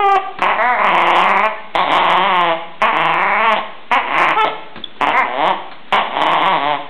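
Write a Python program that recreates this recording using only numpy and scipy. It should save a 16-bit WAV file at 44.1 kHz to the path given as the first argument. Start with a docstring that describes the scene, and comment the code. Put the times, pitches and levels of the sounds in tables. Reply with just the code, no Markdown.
"""First comes a short, clean whine: a small dog is tugging at a toy on a tiled floor, close by.
It yelps, then growls in six bouts, each opening with a bark-like snap and running on as a fluttering
rattle; once more the voice flips into a whine. Its vocal folds make the pitch; chest, throat and mouth
shape the barks and growls. Paws and toy knock and squeak, the hard room rings over a steady hiss,
and a narrow-band recorder limits and clips the peaks."""
import sys
import numpy as np
from scipy import signal
from scipy.fft import rfft, irfft, next_fast_len
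from scipy.io import wavfile
from scipy.ndimage import uniform_filter1d, minimum_filter1d, map_coordinates

SR = 44100
rng = np.random.default_rng(int(sys.argv[2]) if len(sys.argv) > 2 else 0)


def pcm_store(signal):
    """Save signal as 16-bit PCM."""
    levels = np.round(np.clip(np.atleast_2d(signal), -1, 1) * 32767)
    wavfile.write(sys.argv[1], SR, levels.astype(np.int16).T)


N = 303849


def amp(db):
    """Turn decibels into a gain."""
    return 10 ** (np.asarray(db) / 20)


def unit(x):
    """Scale each row to an average (rms) level of 1."""
    return x / np.sqrt(np.mean(x ** 2, axis=-1, keepdims=True) + 1e-20)


def along(points, hz):
    """Read between (Hz, value) points on a log frequency axis."""
    freqs, values = np.transpose(points)
    return np.interp(np.log(hz + 1), np.log(freqs + 1), values)


def read(rows, t):
    """Read each column of a table at the times t."""
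    times, *columns = np.transpose(rows)
    return [np.interp(t, times, column) for column in columns]


def wobble(rate, size):
    """A smooth curve through `rate` random points a second."""
    points = rng.standard_normal(int(N * rate / SR) + 4)
    return map_coordinates(points, [np.arange(size) * rate / SR])


def filtered(x, response):
    """Give each frequency of x its own gain."""
    size = next_fast_len(len(x) + 8192)
    return irfft(rfft(x, size) * response(np.fft.rfftfreq(size, 1 / SR)), size)[:len(x)]


def noise(spectrum, size):
    """Noise shaped by (Hz, dB) points, at an rms level of 1."""
    return unit(filtered(rng.standard_normal(size), lambda hz: amp(along(spectrum, hz))))


def causal(gain):
    """Turn each row of gains into a filter that rings only after it is struck."""
    cepstrum = irfft(np.log(gain + 1e-6))
    half = cepstrum.shape[-1] // 2
    cepstrum[:, 1:half] *= 2
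    cepstrum[:, half + 1:] = 0
    return np.exp(rfft(cepstrum))


def add(track, start, sound):
    """Mix a sound into the track, `start` seconds in."""
    part = track[max(round(start * SR), 0):][:len(sound)]
    part += sound[:len(part)]


# One list per whine. Each row: time in seconds, pitch in Hz, level in dB,
# upper overtones in dB relative to that level.
WHINE_NOTES = [
    [(0, 411.7, -12, -13.5), (.06, 398, -12.5, -13), (.145, 392, -12, -12), (.167, 365.6, -9, -13.5)],
    [(4.36, 408.7, -18.5, -20.5), (4.382, 445, -13.5, -9), (4.42, 432.3, -15, -3),
     (4.448, 428.6, -14.5, -15)],
]
# Each row: harmonic number, strength in dB within its group (the lowest three, or the rest).
WHINE_HARMONICS = [(1, -8), (2, -0.5), (3, -4), (4, -24), (5, -22.5), (6, -24), (7, -27.5), (8, -30.5)]

def whines(waver=0.0099, fade_s=0.0025):
    """Tight vocal folds sing a clean high note whose upper overtones open with effort."""
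    out, t = np.zeros(N), np.arange(N) / SR
    for note in WHINE_NOTES:
        start, end = note[0][0], note[-1][0]
        pitch, level_db, bright_db = read(note, t)
        phase = 2 * np.pi * np.cumsum(pitch * (1 + waver * wobble(90, N))) / SR
        on = (t >= start) & (t <= end)
        harmonics = np.array([amp(db) * np.cos(k * phase[on]) for k, db in WHINE_HARMONICS])
        low, high = unit(harmonics[:3].sum(0)), unit(harmonics[3:].sum(0))
        fade = np.clip(np.minimum(t[on] - start, end - t[on]) / fade_s, 0, 1)
        out[on] += fade * amp(level_db[on]) * (low + amp(bright_db[on]) * high)
    return out


# The tone of the hiss. Each row: frequency in Hz, relative level in dB.
HISS_SPECTRUM = [(50, -29.5), (130, -24.5), (200, -13), (1100, -17.5), (3500, -18), (4200, -28.5)]

def steady_hiss(level_db=-41.5):
    """A faint, steady hiss lies behind everything."""
    return amp(level_db) * noise(HISS_SPECTRUM, N)


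# The parts of the airway that keep their shape. Each row: frequency in Hz, relative gain in dB.
CHEST_SHAPE = [(85, -40), (135, -13), (175, -4), (310, 2), (450, -1), (1000, -40)]
THROAT_SHAPE = [(300, -45), (480, -1.5), (640, 6.5), (1120, 6), (1300, -14), (2400, -28.5)]
MOUTH_SHAPE = [(500, -54), (1000, 5.5), (1600, -1), (2080, 4.5), (2500, -3.5), (3500, -3), (6000, -21)]
REST_PITCH_HZ, REST_LIP_HZ = 170, 3200

def airway(hz, jaw_hz, lip_hz, snarl_db, pitch_hz):
    """The airway's gain for each pulse: jaw and lips slide two resonances; snarl is the mouth's share."""
    def peak(centre, width_hz):
        return 1 / (1 + ((hz - centre[:, None]) / (width_hz / 2)) ** 2)

    throat = unit(amp(along(THROAT_SHAPE, hz)) * np.sqrt(peak(jaw_hz, width_hz=450)))
    # The lips ring just below the "lip edge", a frequency above which only a little leaks out.
    lip_ring = 1 + 1.64 * peak(0.828 * lip_hz, width_hz=300)
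    below_edge = 1 / (1 + (hz / lip_hz[:, None]) ** 30)
    mouth = unit(amp(along(MOUTH_SHAPE, hz)) * np.sqrt(lip_ring * below_edge + 0.023))
    # The lower the voice, the more the chest sounds.
    chest_db = -14 - 7 * np.log2(pitch_hz / REST_PITCH_HZ)
    chest = amp(chest_db)[:, None] * unit(amp(along(CHEST_SHAPE, hz)))
    return unit(np.sqrt(throat ** 2 + (amp(snarl_db)[:, None] * mouth) ** 2 + chest ** 2))


def vocal_folds(pitch, rough, level_db, jaw_hz, lip_hz, rest_snarl_db,
                flutter_hz=24.54, flutter_depth=.085, jitter=.011, scatter_db=2.0, rasp=0.35, size=2048):
    """The folds slap shut once a cycle and ring the airway; loose tissue makes their rate flutter."""
    t = np.arange(len(pitch)) / SR
    hz, age = np.fft.rfftfreq(size, 1 / SR), np.arange(size) / SR
    flutter_rate = flutter_hz * (1 + .1 * wobble(6.6, len(t)))
    flutter = rough * np.sin(2 * np.pi * np.cumsum(flutter_rate) / SR)
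    cycles = np.cumsum(pitch * (1 + flutter_depth * flutter)) / SR
    slap_times = np.interp(np.arange(cycles[-1]), cycles, t)
    # From here on, each control holds one value per slap.
    pitch, rough, level_db, jaw_hz, lip_hz = (
        np.interp(slap_times, t, control + 0 * t) for control in (pitch, rough, level_db, jaw_hz, lip_hz))
    late, strong = rng.standard_normal((len(slap_times), 2)).T
    slap_times += jitter * rough * late / pitch
    between_samples = slap_times - np.round(slap_times * SR) / SR
    slap = np.exp(-2j * np.pi * hz * between_samples[:, None])
    # In a rough voice a spurt of swirling air follows each slap.
    spurt = unit(rng.standard_normal((len(slap_times), size)) * np.exp(-age / 0.003)) / np.sqrt(size)
    air_gain = rasp * rough[:, None] * along([(300, 0.33), (3000, 1.99)], hz)
    snarl_db = rest_snarl_db - 6 * np.log2(lip_hz / REST_LIP_HZ)
    rings = irfft((slap + air_gain * rfft(spurt)) * causal(airway(hz, jaw_hz, lip_hz, snarl_db, pitch)))
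    gains = amp(level_db + scatter_db * rough * strong) * np.sqrt(SR / pitch)
    out = np.zeros(len(t) + size)
    for start, gain, ring in zip(slap_times, gains, rings):
        add(out, start, gain * ring)
    return out


# Barks, yelps and the cracks that end a whine. Each row: start in seconds, length in seconds,
# top pitch in Hz, level in dB, opening snap in dB added to it, roughness from 0 to 1,
# jaw resonance at the top pitch in Hz, lip edge in Hz.
YELP_CALLS = [(.158, 0.018, 367.6, -14.5, -3, 0.5, 672, 3230),
              (.42, .155, 206.8, -16.5, 6.5, .75, 1140, 3015), (.585, .215, 250, -14.5, -1.5, 0, 874, 2240),
              (1.752, .115, 187.5, -16, 5, .65, 933, 4100), (2.818, .115, 237.9, -15, 9.5, 0.4, 1180, 3090),
              (3.564, .035, 181.6, -20.5, 2, 0.9, 806, 3770),
              (3.915, 0.1, 265.3, -13.5, 6, 0.5, 1160, 3080),
              (4.447, .045, 170.5, -18.5, 3.5, 1, 673, 3910),
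              (5.012, .055, 146.3, -16, 7.5, 0.2, 1154, 3220),
              (5.071, .065, 158.6, -16.5, 5.5, 0.6, 940, 3230),
              (5.133, 0.11, 263.4, -12, -5.5, .12, 1154, 2440),
              (5.925, .1, 218.7, -16, 13, 0.9, 1150, 3510)]

def yelps(rise_oct=.3, sag_oct=.5, swell_db=0.5, droop_db=12.5, snap_s=0.016):
    """Short calls: pitch and level rise to the middle, then sag; a bark opens with a hard snap."""
    out = np.zeros(N)
    for start, length, top_hz, db, snap_db, rough, top_jaw_hz, lip_hz in YELP_CALLS:
        age = np.arange(int(length * SR)) / SR
        before = np.maximum(1 - 2 * age / length, 0) ** 2
        after = np.maximum(2 * age / length - 1, 0) ** 2
        snap = np.exp(-age / snap_s)
        pitch = top_hz * 2 ** (-rise_oct * before - sag_oct * after)
        level_db = db + snap_db * snap - swell_db * before - droop_db * after
        harsh = rough + (1 - rough) * np.maximum(snap, after) / 2
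        jaw_hz = top_jaw_hz * pitch / top_hz
        add(out, start, vocal_folds(pitch, harsh, level_db, jaw_hz, lip_hz, rest_snarl_db=-3))
    return out


# Each row: start in seconds, rough peak level of the tick in dB, thud in dB relative to the tick.
FLOOR_KNOCKS = [(0.387, -13, -3.5), (4.759, -18, -2), (4.775, -27.5, 6.5), (4.963, -28, -1),
                (5.714, -20, -14), (5.882, -27.5, -13.5)]
# The tone of a thud. Each row: frequency in Hz, relative level in dB.
THUD_SPECTRUM = [(80, -22.5), (200, -0.5), (700, -8), (3000, -26)]

def knocks(tick_fade_s=0.1, thud_fade_s=0.089, peak_over_average_db=7):
    """Paws and toy hit the floor: a claw tick over a soft thud."""
    out, t = np.zeros(N), np.arange(SR // 4) / SR
    for start, db, thud_db in FLOOR_KNOCKS:
        tick = noise([(300, -28.0), (1200, 5.5), (3500, -4.5)], len(t)) * amp(-60 * t / tick_fade_s)
        thud = noise(THUD_SPECTRUM, len(t)) * amp(thud_db - 60 * t / thud_fade_s)
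        add(out, start, amp(db - peak_over_average_db) * (tick + thud))
    return out


# Each entry: the start of a bout of growling in seconds.
BOUT_STARTS = [0.418, 1.75, 2.815, 3.915, 5.01, 5.926]

def onset_hisses(lead_s=0.016, hiss_db=-30, thump_db=-41, thump_fade_s=0.3):
    """A brief hiss swells just before each bout, and a faint low thump comes with its first snap."""
    out, t = np.zeros(N), np.arange(SR // 4) / SR
    swell = np.where(t < lead_s, t / lead_s, 0)
    for start in BOUT_STARTS:
        hiss = noise([(300, -4), (2600, 2.5), (5000, -24)], len(t))
        thump = noise([(100, -7), (900, -58)], len(t))
        add(out, start - lead_s, amp(hiss_db) * swell * hiss)
        add(out, start, amp(thump_db - 60 * t / thump_fade_s) * thump)
    return out


# Each row: extra level in dB, roughness, time in seconds when the rattle is half cleared, resting snarl
# in dB, resting jaw resonance in Hz, its final drop in octaves, and a course.
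# Each row of a course: time in seconds, pitch in Hz, lip edge in Hz.
GROWL_CALLS = [(0.97, 0.83, 1.36, -5, 1000, 0.09, [(.79, 199.9, 2530), (.87, 202.4, 3080),
               (.92, 171.5, 3170), (1.04, 174.4, 3140), (1.16, 172.6, 3500), (1.3, 203.5, 2720),
               (1.37, 190.6, 2698), (1.46, 220.8, 2890), (1.505, 211, 2675)]),
               (-0.27, 1.1, 2.14, -4.5, 1120, 0.53, [(1.865, 134, 3850), (1.96, 170.9, 3630),
               (2.12, 174.5, 3550), (2.21, 183.2, 3600), (2.27, 204, 3480), (2.32, 183.7, 3380),
               (2.43, 172.8, 3470), (2.56, 160.5, 3530)]),
               (-0.049, 0.63, 3.38, -2.5, 1060, 0.14, [(2.93, 145.6, 3000), (2.99, 163.3, 3320),
               (3.13, 162.8, 3070), (3.24, 194.2, 2540), (3.37, 206.8, 2660), (3.45, 231.2, 3146),
               (3.54, 208.2, 3310), (3.575, 199.7, 3630)]),
               (1.3, 1.1, 4.45, -2, 1300, 0.01, [(4.025, 112.5, 3100), (4.1, 127.7, 3160),
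               (4.23, 181, 2830), (4.29, 152.8, 3070), (4.35, 184, 3070)]),
               (0.2, 0.21, 5.4, -6.5, 1010, 0, [(5.25, 139, 2980), (5.28, 118.1, 3470), (5.36, 128.8, 3750),
               (5.45, 164.1, 3730), (5.485, 199.6, 3700), (5.545, 166.2, 3700)]),
               (-0.84, .9, 6.47, -4.5, 1200, 0.18, [(6.02, 121.5, 3540), (6.1, 112.6, 3800),
               (6.19, 146, 3750), (6.32, 169.8, 3530), (6.41, 151.6, 3680), (6.49, 198.9, 3650),
               (6.59, 134.6, 3950), (6.7, 151.2, 3795), (6.79, 132.7, 3806)])]
# A harder push is higher and louder. Each row: pitch in Hz, base level in dB.
LEVEL_BY_PITCH = [(110, -33), (130, -22.5), (148, -17), (175, -14.5), (205, -14.5), (230, -13.5)]

def growls(clear_s=0.04, rattle_left=0.16, close_s=.17, release_s=0.039, release_db=15):
    """Long calls: level and jaw follow the pitch; the rattle clears, the jaw closes, the voice lets go."""
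    out = np.zeros(N)
    for db, rough, clears_at, snarl_db, rest_jaw_hz, close_oct, course in GROWL_CALLS:
        start, end = course[0][0], course[-1][0]
        t = np.arange(start, end, 1 / SR)
        pitch, lip_hz = read(course, t)
        closing = np.maximum(1 - (end - t) / close_s, 0)
        release = np.maximum(1 - (end - t) / release_s, 0)
        rattle = rattle_left + (1 - rattle_left) * (1 - np.tanh((t - clears_at) / clear_s / 2)) / 2
        open_db = 5 * np.log2(lip_hz / REST_LIP_HZ)  # a wider mouth lets more out
        level_db = db + along(LEVEL_BY_PITCH, pitch) + open_db - release_db * release
        jaw_hz = rest_jaw_hz * (pitch / REST_PITCH_HZ) * (REST_LIP_HZ / lip_hz)
        jaw_hz *= 2 ** (-close_oct * closing)
        add(out, start, vocal_folds(pitch, rough * rattle, level_db, jaw_hz, lip_hz, snarl_db))
    return out


# Each row: start in seconds, pitch in Hz, level in dB before mixing, length in seconds.
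TOY_SQUEAKS = [(1.567, 1780, -33.5, 0.036), (4.839, 3460, -16, 0.0072)]

def squeaks():
    """Teeth slip on the toy and make short rubbery squeaks."""
    out, t = np.zeros(N), np.arange(SR // 4) / SR
    for start, hz, db, length in TOY_SQUEAKS:
        swell = np.sin(np.pi * np.clip(t / length, 0, 1))
        add(out, start, amp(db) * swell * np.sin(2 * np.pi * hz * t))
    return out


# How long the room rings. Each row: frequency in Hz, seconds to fade by 60 dB.
ROOM_RING_TIMES = [(150, 1), (1100, 0.65), (2500, 0.71), (4000, 0.68)]

def room(x, wall_db=-7.5, tail_db=-6.5, echo_count=10, step_s=.25):
    """Tiles and walls add a few early echoes and a ringing tail, both new for each stretch of sound."""
    out, t = x.copy(), np.arange(N) / SR
    for centre in np.arange(0, N / SR + step_s, step_s):
        hz, age, bands = signal.stft(rng.standard_normal(SR * 3 // 4), SR, nperseg=256)
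        decay = amp(-60 * age / along(ROOM_RING_TIMES, hz)[:, None])
        tail = signal.istft(bands * decay, SR, nperseg=256)[1]
        tail *= np.clip(np.arange(len(tail)) / SR / 0.014, 0, 1)  # the tail fades in
        response = amp(tail_db) * tail / np.linalg.norm(tail)
        delays = (rng.uniform(0.00204, .025, echo_count) * SR).astype(int)
        response[delays] += amp(wall_db) * rng.standard_normal(echo_count) / np.sqrt(echo_count)
        near = np.flatnonzero(abs(t - centre) < step_s)
        if len(near):
            stretch = x[near] * np.cos(np.pi / 2 * (t[near] - centre) / step_s)
            add(out, t[near[0]], signal.fftconvolve(stretch, response))
    return out


def scene():
    """The dog and its toy in the room, over the hiss."""
    toy = squeaks()
    near = yelps() + growls() + whines() + knocks() + onset_hisses()
    # The toy is so close to the microphone that the room adds little to it.
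    return (room(near + amp(-6.5) * toy) + toy + steady_hiss())[None]


def record(dry, band_hz=4050, top_hz=15900, ceiling=0.91, hold_s=0.0021,
           clip_level=0.78, hardness=22, offset=-0.027):
    """The recorder cuts the treble, turns peaks down fast, clips the rest and sits slightly off zero."""
    narrow = filtered(dry[0], lambda hz: 1 / np.sqrt(1 + (hz / band_hz) ** 40))
    width = int(hold_s * SR)
    gain = minimum_filter1d(np.minimum(1, ceiling / (abs(narrow) + 1e-9)), 2 * width)
    limited = narrow * uniform_filter1d(uniform_filter1d(gain, width), width)
    clipped = limited / (1 + abs(limited / clip_level) ** hardness) ** (1 / hardness)
    return filtered(clipped, lambda hz: hz < top_hz)[None] + offset


dry = scene()
out = record(dry)
pcm_store(out)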